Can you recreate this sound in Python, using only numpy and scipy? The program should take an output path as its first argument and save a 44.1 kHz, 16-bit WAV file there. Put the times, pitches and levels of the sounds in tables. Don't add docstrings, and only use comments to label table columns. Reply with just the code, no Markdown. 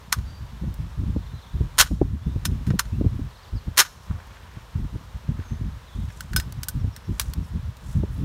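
import sys
import numpy as np
from scipy import signal
from scipy.fft import rfft, irfft, next_fast_len
from scipy.io import wavfile
from scipy.ndimage import uniform_filter1d, minimum_filter1d, map_coordinates

SR = 44100
rng = np.random.default_rng(int(sys.argv[2]) if len(sys.argv) > 2 else 0)


def unload_wav(signal):
    wavfile.write(
        sys.argv[1],
        SR,
        np.round(np.clip(np.atleast_2d(signal).T, -1, 1) * 32767).astype(np.int16),
    )


N = 363384
RING_T = np.arange(SR // 4) / SR


def amp(db):
    return 10 ** (np.asarray(db) / 20)


def unit(x):
    return x / np.sqrt(np.mean(x ** 2) + 1e-20)


def along(points, hz):
    knots_hz, values = np.transpose(points)
    return np.interp(np.log(hz + 1), np.log(knots_hz + 1), values)


def wobble(rate):
    return map_coordinates(rng.standard_normal(int(N * rate / SR) + 4), [np.arange(N) * rate / SR])


def noise(spectrum, size=len(RING_T)):
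    m = next_fast_len(size)
    gain = amp(along(spectrum, np.fft.rfftfreq(m, 1 / SR)))
    return unit(irfft(rfft(rng.standard_normal(m)) * gain, m)[:size])


def hump(hz, slope_db):
    return [(hz / 16, -4 * slope_db), (hz / 1.1, 0), (hz * 1.1, 0), (hz * 16, -4 * slope_db)]


def fade(t60):
    return np.exp(-np.log(1000) * RING_T / t60)


def add(track, s, sound):
    start = max(round(s * SR), 0)
    track[start:start + len(sound)] += sound[:N - start]


def garden():
    # frequency in Hz, spectral level in dB.
    spectrum = [(260, -13), (450, -2), (792, -4.5), (947, 0.5), (1500, -5), (1770, -6.5), (2210, -10.5),
                (3560, -10.5), (3900, -11.5), (4800, -16), (5330, -15), (10600, -25), (13600, -23.5),
                (15800, -29.5)]
    return amp(-51.5 + 0.44 * wobble(26)) * noise(spectrum, N)


def scattered(x):
    # frequency in Hz, t60 in seconds.
    decay_times = [(200, .25), (1500, 0.29), (5000, 0.548), (14000, 0.4)]
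    hz, t, bands = signal.stft(rng.standard_normal(SR // 2), SR, nperseg=256)
    decay = amp(-60 * t / along(decay_times, hz)[:, None])
    tail = signal.istft(bands * decay, SR, nperseg=256)[1]
    return signal.fftconvolve(x, tail / np.linalg.norm(tail))[:N]


def echoes(x):
    wall = np.zeros(N)
    add(wall, .061, signal.lfilter(*signal.butter(1, 3500, fs=SR), x))
    return amp(-28.5) * (scattered(x) + wall)


def birds():
    # start and length in seconds, first and last pitch in Hz,
    # warble as a share of pitch, relative level in dB.
    calls = [(0.25, 0.172, 4636, 4665, 0.0073, -52.5), (1.149, 0.48, 4015, 3510, 0.098, -55.5),
             (2.191, .16, 3270, 3700, 0.0077, -57.5), (2.928, 0.0436, 2460, 2830, 0.0094, -55),
             (3.282, 0.257, 4008, 4200, .09, -56.5), (3.362, .045, 5646, 4100, .015, -57),
             (3.55, 0.047, 5200, 4230, 0.0223, -50), (5.429, 0.1186, 6480, 6220, 0.0277, -55.5),
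             (5.803, 0.258, 3870, 3580, 0.0493, -55)]
    # start in seconds, relative level in dB.
    chips = [(6.09, -55), (6.79, -57), (6.921, -53), (7.045, -55), (7.43, -55)]
    chip_calls = [(s, .032, 5900, 5200, .015, db) for s, db in chips]
    track = np.zeros(N)
    for s, length, start_hz, end_hz, warble, db in calls + chip_calls:
        progress = np.linspace(0, 1, int(length * SR))
        glide = start_hz + (end_hz - start_hz) * np.sin(np.pi / 2 * progress)
        turns = map_coordinates(rng.standard_normal(64), [progress * length * 55], mode="mirror")
        trill = .012 * np.sin(2 * np.pi * 130 * progress * length)
        hz = glide * (1 + warble * turns + trill)
        syllables = amp(60 * warble * np.tanh(-unit(np.gradient(turns))))
        swell = np.sqrt(np.abs(np.sin(np.pi * progress)))
        add(track, s, amp(db) * syllables * swell * np.sin(2 * np.pi * np.cumsum(hz) / SR))
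    return amp(-3) * track + amp(-8) * scattered(track)


def gust_power(rows, sag_db, release_s):
    attack_s = 0.00472
    t, power = np.arange(N) / SR, np.zeros(N)
    for s, length, db in rows:
        near = (t > s - .1) & (t < s + length + .3)
        age = t[near] - s
        edges = np.exp(np.minimum(age, 0) / attack_s - np.maximum(age - length, 0) / release_s)
        level_db = db - sag_db * (np.clip(age / length, 0, 1) - .5)
        power[near] += (amp(level_db) * edges) ** 2
    return power


def wind():
    # time in seconds, relative level in dB.
    breeze = [(0.0, -43.5), (0.69, -31), (1.19, -28), (1.42, -44), (2.02, -28.5), (3.14, -31.5), (3.3, -43),
              (5.62, -38), (5.83, -41), (6.47, -31), (7.14, -42.5), (7.3, -38), (7.78, -41), (8.24, -22)]
    # start and length in seconds, relative rumble and flutter levels in dB.
    gusts = [(0.17, 0.036, -21, -44.5), (0.226, 0.063, -25.5, -44.5), (0.414, 0.032, -24.5, -49),
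             (0.622, 0.087, -22.5, -35.5), (0.79, 0.0333, -23, -42.5), (0.98, 0.0563, -19.5, -33),
             (1.061, 0.1334, -21.5, -38.5), (1.244, 0.052, -28.5, -56.5), (1.339, 0.0397, -26, -44),
             (1.543, 0.1206, -22, -39.5), (1.801, 0.0458, -19, -45.5), (1.912, 0.06, -17, -31.5),
             (1.993, 0.1723, -18.5, -36), (2.209, 0.039, -30.5, -58), (2.271, 0.0266, -19.5, -32.5),
             (2.333, 0.051, -22.5, -41), (2.462, 0.1053, -20, -31.5), (2.609, 0.0213, -26, -45),
             (2.674, 0.0842, -17, -28), (2.87, 0.031, -27.5, -52.5), (2.926, 0.3437, -21, -37),
             (3.532, 0.0368, -17.5, -36.5), (3.667, 0.0364, -19.5, -37), (4.105, 0.0577, -22.5, -51.5),
             (4.756, 0.1037, -20.5, -36.5), (4.931, 0.0328, -27.5, -43), (5.147, 0.0165, -25, -64),
             (5.286, 0.067, -25, -35.5), (5.381, 0.021, -22, -43.5), (5.512, 0.0516, -22.5, -38.5),
             (5.6, 0.0835, -23.5, -41), (5.721, 0.0472, -26, -48), (5.959, 0.0646, -24.5, -40.5),
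             (6.023, 0.0252, -21, -46.5), (6.081, 0.0218, -24.5, -49), (6.32, 0.0688, -19.5, -34),
             (6.563, 0.034, -26, -65.5), (6.741, 0.0475, -20, -37.5), (6.804, 0.0915, -20.5, -39.5),
             (7.086, 0.065, -22, -34.5), (7.21, 0.0335, -24, -44), (7.272, 0.035, -23.5, -55.5),
             (7.357, 0.068, -22, -36.5), (7.502, 0.062, -24.5, -40.5), (7.552, 0.044, -22.5, -36),
             (7.635, 0.0657, -21.5, -54), (7.865, 0.042, -25, -41.5), (7.951, 0.082, -17.5, -34.5),
             (8.105, 0.0416, -23.5, -45.5), (8.183, 0.099, -28, -34)]
    # frequency in Hz, spectral level in dB.
    rumble_spectrum = [(18, -33), (32, -4.5), (52, 5), (85, 2), (135, -6), (200, -25), (350, -36),
                       (600, -68.5), (1200, -68)]
    # frequency in Hz, spectral level in dB.
    flutter_spectrum = [(60, -41), (140, 6), (230, 0), (400, -18), (700, -53.5), (1500, -58.5),
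                        (3000, -93.5)]
    breeze_db = np.interp(np.arange(N) / SR, *np.transpose(breeze)) - 0.5 * np.tanh(wobble(14))
    big = gust_power([(s, span, db - 5.5) for s, span, db, _ in gusts], sag_db=2.5, release_s=0.0165)
    small = gust_power([(s, span, db + 0.5) for s, span, _, db in gusts], sag_db=5, release_s=0.0106)
    eddies = noise(rumble_spectrum, N)
    local_power = np.abs(uniform_filter1d(eddies ** 2, size=SR // 25))
    even_eddies = unit(eddies / np.sqrt(local_power + 0.067))
    puffs_db = 7 * np.tanh(wobble(45))
    rumble_gain = np.sqrt(big + amp(breeze_db - 5) ** 2) * amp(.45 * puffs_db)
    flutter_gain = np.sqrt(small + amp(breeze_db - 16.5) ** 2) * amp(puffs_db)
    return rumble_gain * even_eddies + flutter_gain * noise(flutter_spectrum, N)


def buffets():
    # start in seconds, relative level in dB, relative slap level in dB.
    pulses = [(0.635, -15.5, -18), (1.034, -27, -11.5), (1.162, -10.5, -17.5), (1.607, -5.5, -24.5),
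              (1.912, -13.5, -10.5), (2.0142, -9.5, -4), (2.267, -16, -24.5), (2.36, -9, -23.5),
              (2.706, -2, -24.5), (2.736, -6.5, -19), (3.011, -17, -8.5), (3.045, -14.5, -14),
              (3.062, -3.5, -26.5), (3.192, -10, -23.5), (3.679, -6.5, -28), (4.108, -13.5, -39.5),
              (4.568, -22, -20), (4.955, -17, -18.5), (5.29, -8, -32.5), (5.391, -14, -25),
              (5.612, -12.5, -26.5), (6.383, -9.5, -24), (6.843, -8.5, -24.5), (8.033, -19.5, -4.5)]
    # frequency in Hz, spectral level in dB.
    slap_spectrum = [(100, -2), (250, 7.5), (480, -9), (850, -23.5), (1500, -51), (3000, -76.5),
                     (8000, -130)]
    track = np.zeros(N)
    for s, db, slap_db in pulses:
        push_hz = 90 * np.exp(0.424 * rng.standard_normal())
        push = np.sin(2 * np.pi * push_hz * RING_T) * fade(0.056)
        tilt_db = 0.367 * max(slap_db + 19.5, 0)
        colour = [(hz, level + tilt_db * np.log2(1 + (hz / 600) ** 2) / 2) for hz, level in slap_spectrum]
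        slap = amp(slap_db + 12) * noise(colour) * fade(0.03595)
        add(track, s, amp(db) * (push + slap) * (1 - fade(0.00819)) ** 2)
    return track


def rubs():
    # start and length in seconds, centre frequency in Hz, relative level in dB.
    strokes = [(4.005, 0.082, 5500, -59.5), (4.008, 0.347, 1026, -54), (4.154, 0.65, 1670, -57),
               (4.291, 0.0372, 1780, -48), (5.046, 0.89, 1450, -58), (5.879, 0.57, 6900, -60),
               (6.081, 0.0383, 1664, -46.5), (7.11, 0.218, 6900, -52), (7.418, 0.088, 9000, -57),
               (7.805, 0.2045, 7170, -54.5), (8.092, 0.14, 10040, -58.5)]
    track = np.zeros(N)
    grit = unit(amp(4.2 * wobble(250) + 2.8 * wobble(25)))
    for s, length, hz, db in strokes:
        swell = np.sqrt(np.hanning(int(length * SR)))
        add(track, s, amp(db) * swell * noise(hump(hz, slope_db=13), len(swell)))
    return track * grit


def ring(modes, scatter_db):
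    hz, db, t60 = np.transpose(modes)[:, :, None]
    gain = amp(db + scatter_db * rng.standard_normal(hz.shape))
    phase = rng.uniform(0, 2 * np.pi, hz.shape)
    partials = gain * fade(t60) * np.sin(2 * np.pi * hz * RING_T + phase)
    return np.sum(partials, axis=0) / np.linalg.norm(amp(db))


def key():
    # start in seconds, relative level and case boom in dB, nominal t60 in seconds,
    # frequency of one prominent mode in Hz, ring level in dB.
    taps = [(.741, -35, -20.5, 0.029, 9200, -17), (4.271, -45, 3, .03, 1560, -9),
            (6.2066, -22.5, 15, 0.0312, 3080, 0), (6.3333, -27, 22, 0.036, 1700, -15.5),
            (6.3627, -11.5, 2.5, 0.095, 5130, 7), (6.399, -20.5, 14.5, 0.0557, 8410, -20.5),
            (6.5236, -27, -3.5, 0.022, 8800, -10.5), (6.6323, -18, -3.5, 0.0526, 9500, -10),
            (6.6846, -14, -12.5, 0.0566, 12600, -0.5), (6.9636, -31.5, 14.5, 0.052, 5400, 2.5),
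            (7.1967, -7.5, 1.5, 0.0453, 1152, -8), (7.2132, -21.5, 1.5, 0.072, 9000, -16.5),
            (7.336, -22.5, 0.5, 0.0203, 10700, -11.5), (7.768, -41, 7, 0.05, 13500, -10.5)]
    # frequency in Hz, level in dB, free t60 in seconds.
    modes = [(1515.6, -0.5, 0.11), (3273, -11.5, 0.04), (5130, -4, 0.073), (5960, -11.5, 0.126),
             (8410, 0, 0.07), (8640, -10, 0.144), (8700, -38.5, 0.058), (9968, 0.5, 0.032),
             (11470, -3, 0.027), (13500, -3, 0.05), (15550, -6, .08)]
    # frequency in Hz, spectral level in dB.
    spectrum = [(200, -22.5), (750, -5), (1100, 0.5), (2300, -1.5), (4200, 4.5), (5500, 3), (7500, 0),
                (8600, 0.5), (11000, -1.5), (12500, 0), (15800, -2.5)]
    track = np.zeros(N)
    for s, db, boom_db, t60, hz, ring_db in taps:
        colour = [(f, level + min(boom_db, 0) / (1 + (f / 4500) ** 4) - max(boom_db, 0) * f / 38000)
                  for f, level in spectrum]
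        clash = noise(colour) * (fade(t60 * 0.957) + 1.245 * fade(0.0131))
        boom = amp(boom_db - 15.5) * noise(hump(1580, slope_db=48)) * fade(t60)
        prominent = amp(-3) * np.sin(2 * np.pi * hz * RING_T) * fade(t60)
        tones = ring(modes, scatter_db=4) * fade(t60 * 2) + prominent
        attack = 1 - fade(0.000267)
        add(track, s, amp(db - 11.5) * (clash + boom + amp(ring_db) * tones) * attack)
    return track


def catch_contacts():
    # time in seconds, relative level and boom in dB, boom frequency in Hz,
    # treble tilt in dB, nominal t60 in seconds.
    catches = [(0.1261, -7, 8, 1297, 4, 0.0197), (2.4531, -12.5, -10, 1460, 6, 0.0412),
               (2.666, -38, 4, 1560, -1.5, 0.132), (2.7039, -30.5, 7, 1540, -19.5, 0.051),
               (2.793, -8.5, 4.5, 1272, 8, 0.0347)]
    rows = []
    for s, db, boom_db, boom_hz, treble_db, t60 in catches:
        graze, snap, bounce = (-0.0033, -16, 0.053), (0, 0, t60), (.0056, -14, 0.0617)
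        for delay, contact_db, contact_t60 in graze, snap, bounce:
            rows.append((s + delay, db + contact_db, boom_db, boom_hz, treble_db, contact_t60))
    return rows


def bolt_contacts():
    # time in seconds, strength in dB.
    throws = [(1.7868, -5.5), (3.7775, -6)]
    # delay in seconds,
    # relative level, boom and treble tilt in dB, nominal t60 in seconds.
    chatter = [(-.013, -31, -7, 6.5, .03), (-.0047, -7, -4, 3, 0.054), (0, 1.5, -9, 6.5, 0.08),
               (.01, 3, -6, 10.5, 0.072), (0.0156, 3.5, -3, 0, 0.088), (0.0236, 8, -12.5, 2.5, .047),
               (.036, -5, 4.5, -5, .05), (.072, -26, 5.5, -11, 0.0675)]
    boom_hz = 1500
    return [(s + delay, strength_db + db, boom_db, boom_hz, treble_db, t60)
            for s, strength_db in throws for delay, db, boom_db, treble_db, t60 in chatter]


def struck_case(contacts):
    # frequency in Hz, level in dB,
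    # free t60 in seconds.
    modes = [(1133, -6, 0.041), (1349, 2, 0.0341), (1462.3, -2, .07), (1515.7, 4, 0.064), (2129, -12, .08),
             (3494, -5.5, .07), (3783, -8.5, .04), (3761, -1.5, 0.0519), (4208, 5, 0.0283),
             (4680, -6.5, 0.056), (5240, 1.5, 0.089), (5388, -1.5, 0.0514), (5509, 2.5, 0.052),
             (6188, 2, 0.061), (6888, 4, 0.023), (9676, -6.5, 0.059)]
    # frequency in Hz, spectral level in dB.
    spectrum = [(200, -14), (700, -10.5), (1000, -2), (2400, -3), (4000, -1.5), (4900, -4.5), (5400, -5.5),
                (7000, -3), (7700, -9), (9400, -4), (10500, -10), (13500, -8), (15800, -22.5)]
    track = np.zeros(N)
    own_ring = noise(spectrum)
    for s, db, boom_db, boom_hz, treble_db, t60 in contacts:
        colour = [(hz, level + treble_db * np.log2(1 + hz / 6000)) for hz, level in spectrum]
        crack = (0.024 / t60) ** 2 * fade(0.011)
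        clash = unit(noise(colour) + amp(treble_db - 6.5) * own_ring) * (fade(t60) + crack)
        boom = amp(boom_db - 5) * noise(hump(boom_hz, slope_db=32)) * fade(t60)
        tones = ring(modes, scatter_db=2) * fade(t60 * 5)
        attack = 1 - fade(0.00212)
        add(track, s, amp(db - 7) * (clash + boom + tones) * attack)
    return track


def scene():
    lock = struck_case(bolt_contacts() + catch_contacts()) + key() + rubs()
    return (lock + echoes(lock) + wind() + buffets() + birds() + garden())[None]


def gain_control(x):
    ceiling_db, hold, recover_db_per_s = -7.5, int(0.196 * SR), 112
    level_db = 10 * np.log10(np.abs(uniform_filter1d(x[0] ** 2, size=SR // 300)) + 1e-12)
    cut_db = minimum_filter1d(np.minimum(ceiling_db - level_db, 0), hold, origin=(hold - 1) // 2)
    rise_db = recover_db_per_s * np.arange(N) / SR
    return x * amp(np.minimum.accumulate(cut_db - rise_db) + rise_db)


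def record(dry):
    low_cut_hz, top_hz = 37.5, 16150
    ducked = gain_control(dry)
    rounded = ducked / (1 + np.abs(ducked / .95) ** 4) ** (1 / 4)
    m = next_fast_len(N + SR // 4)
    hz = np.fft.rfftfreq(m, 1 / SR)
    low_pass = np.clip((top_hz - hz) / 500, 0, 1)
    high_pass = hz ** 4 / np.hypot(hz ** 4, low_cut_hz ** 4)
    return irfft(rfft(rounded, m) * low_pass * high_pass, m)[:, :N]


dry = scene()
out = record(dry)
unload_wav(out)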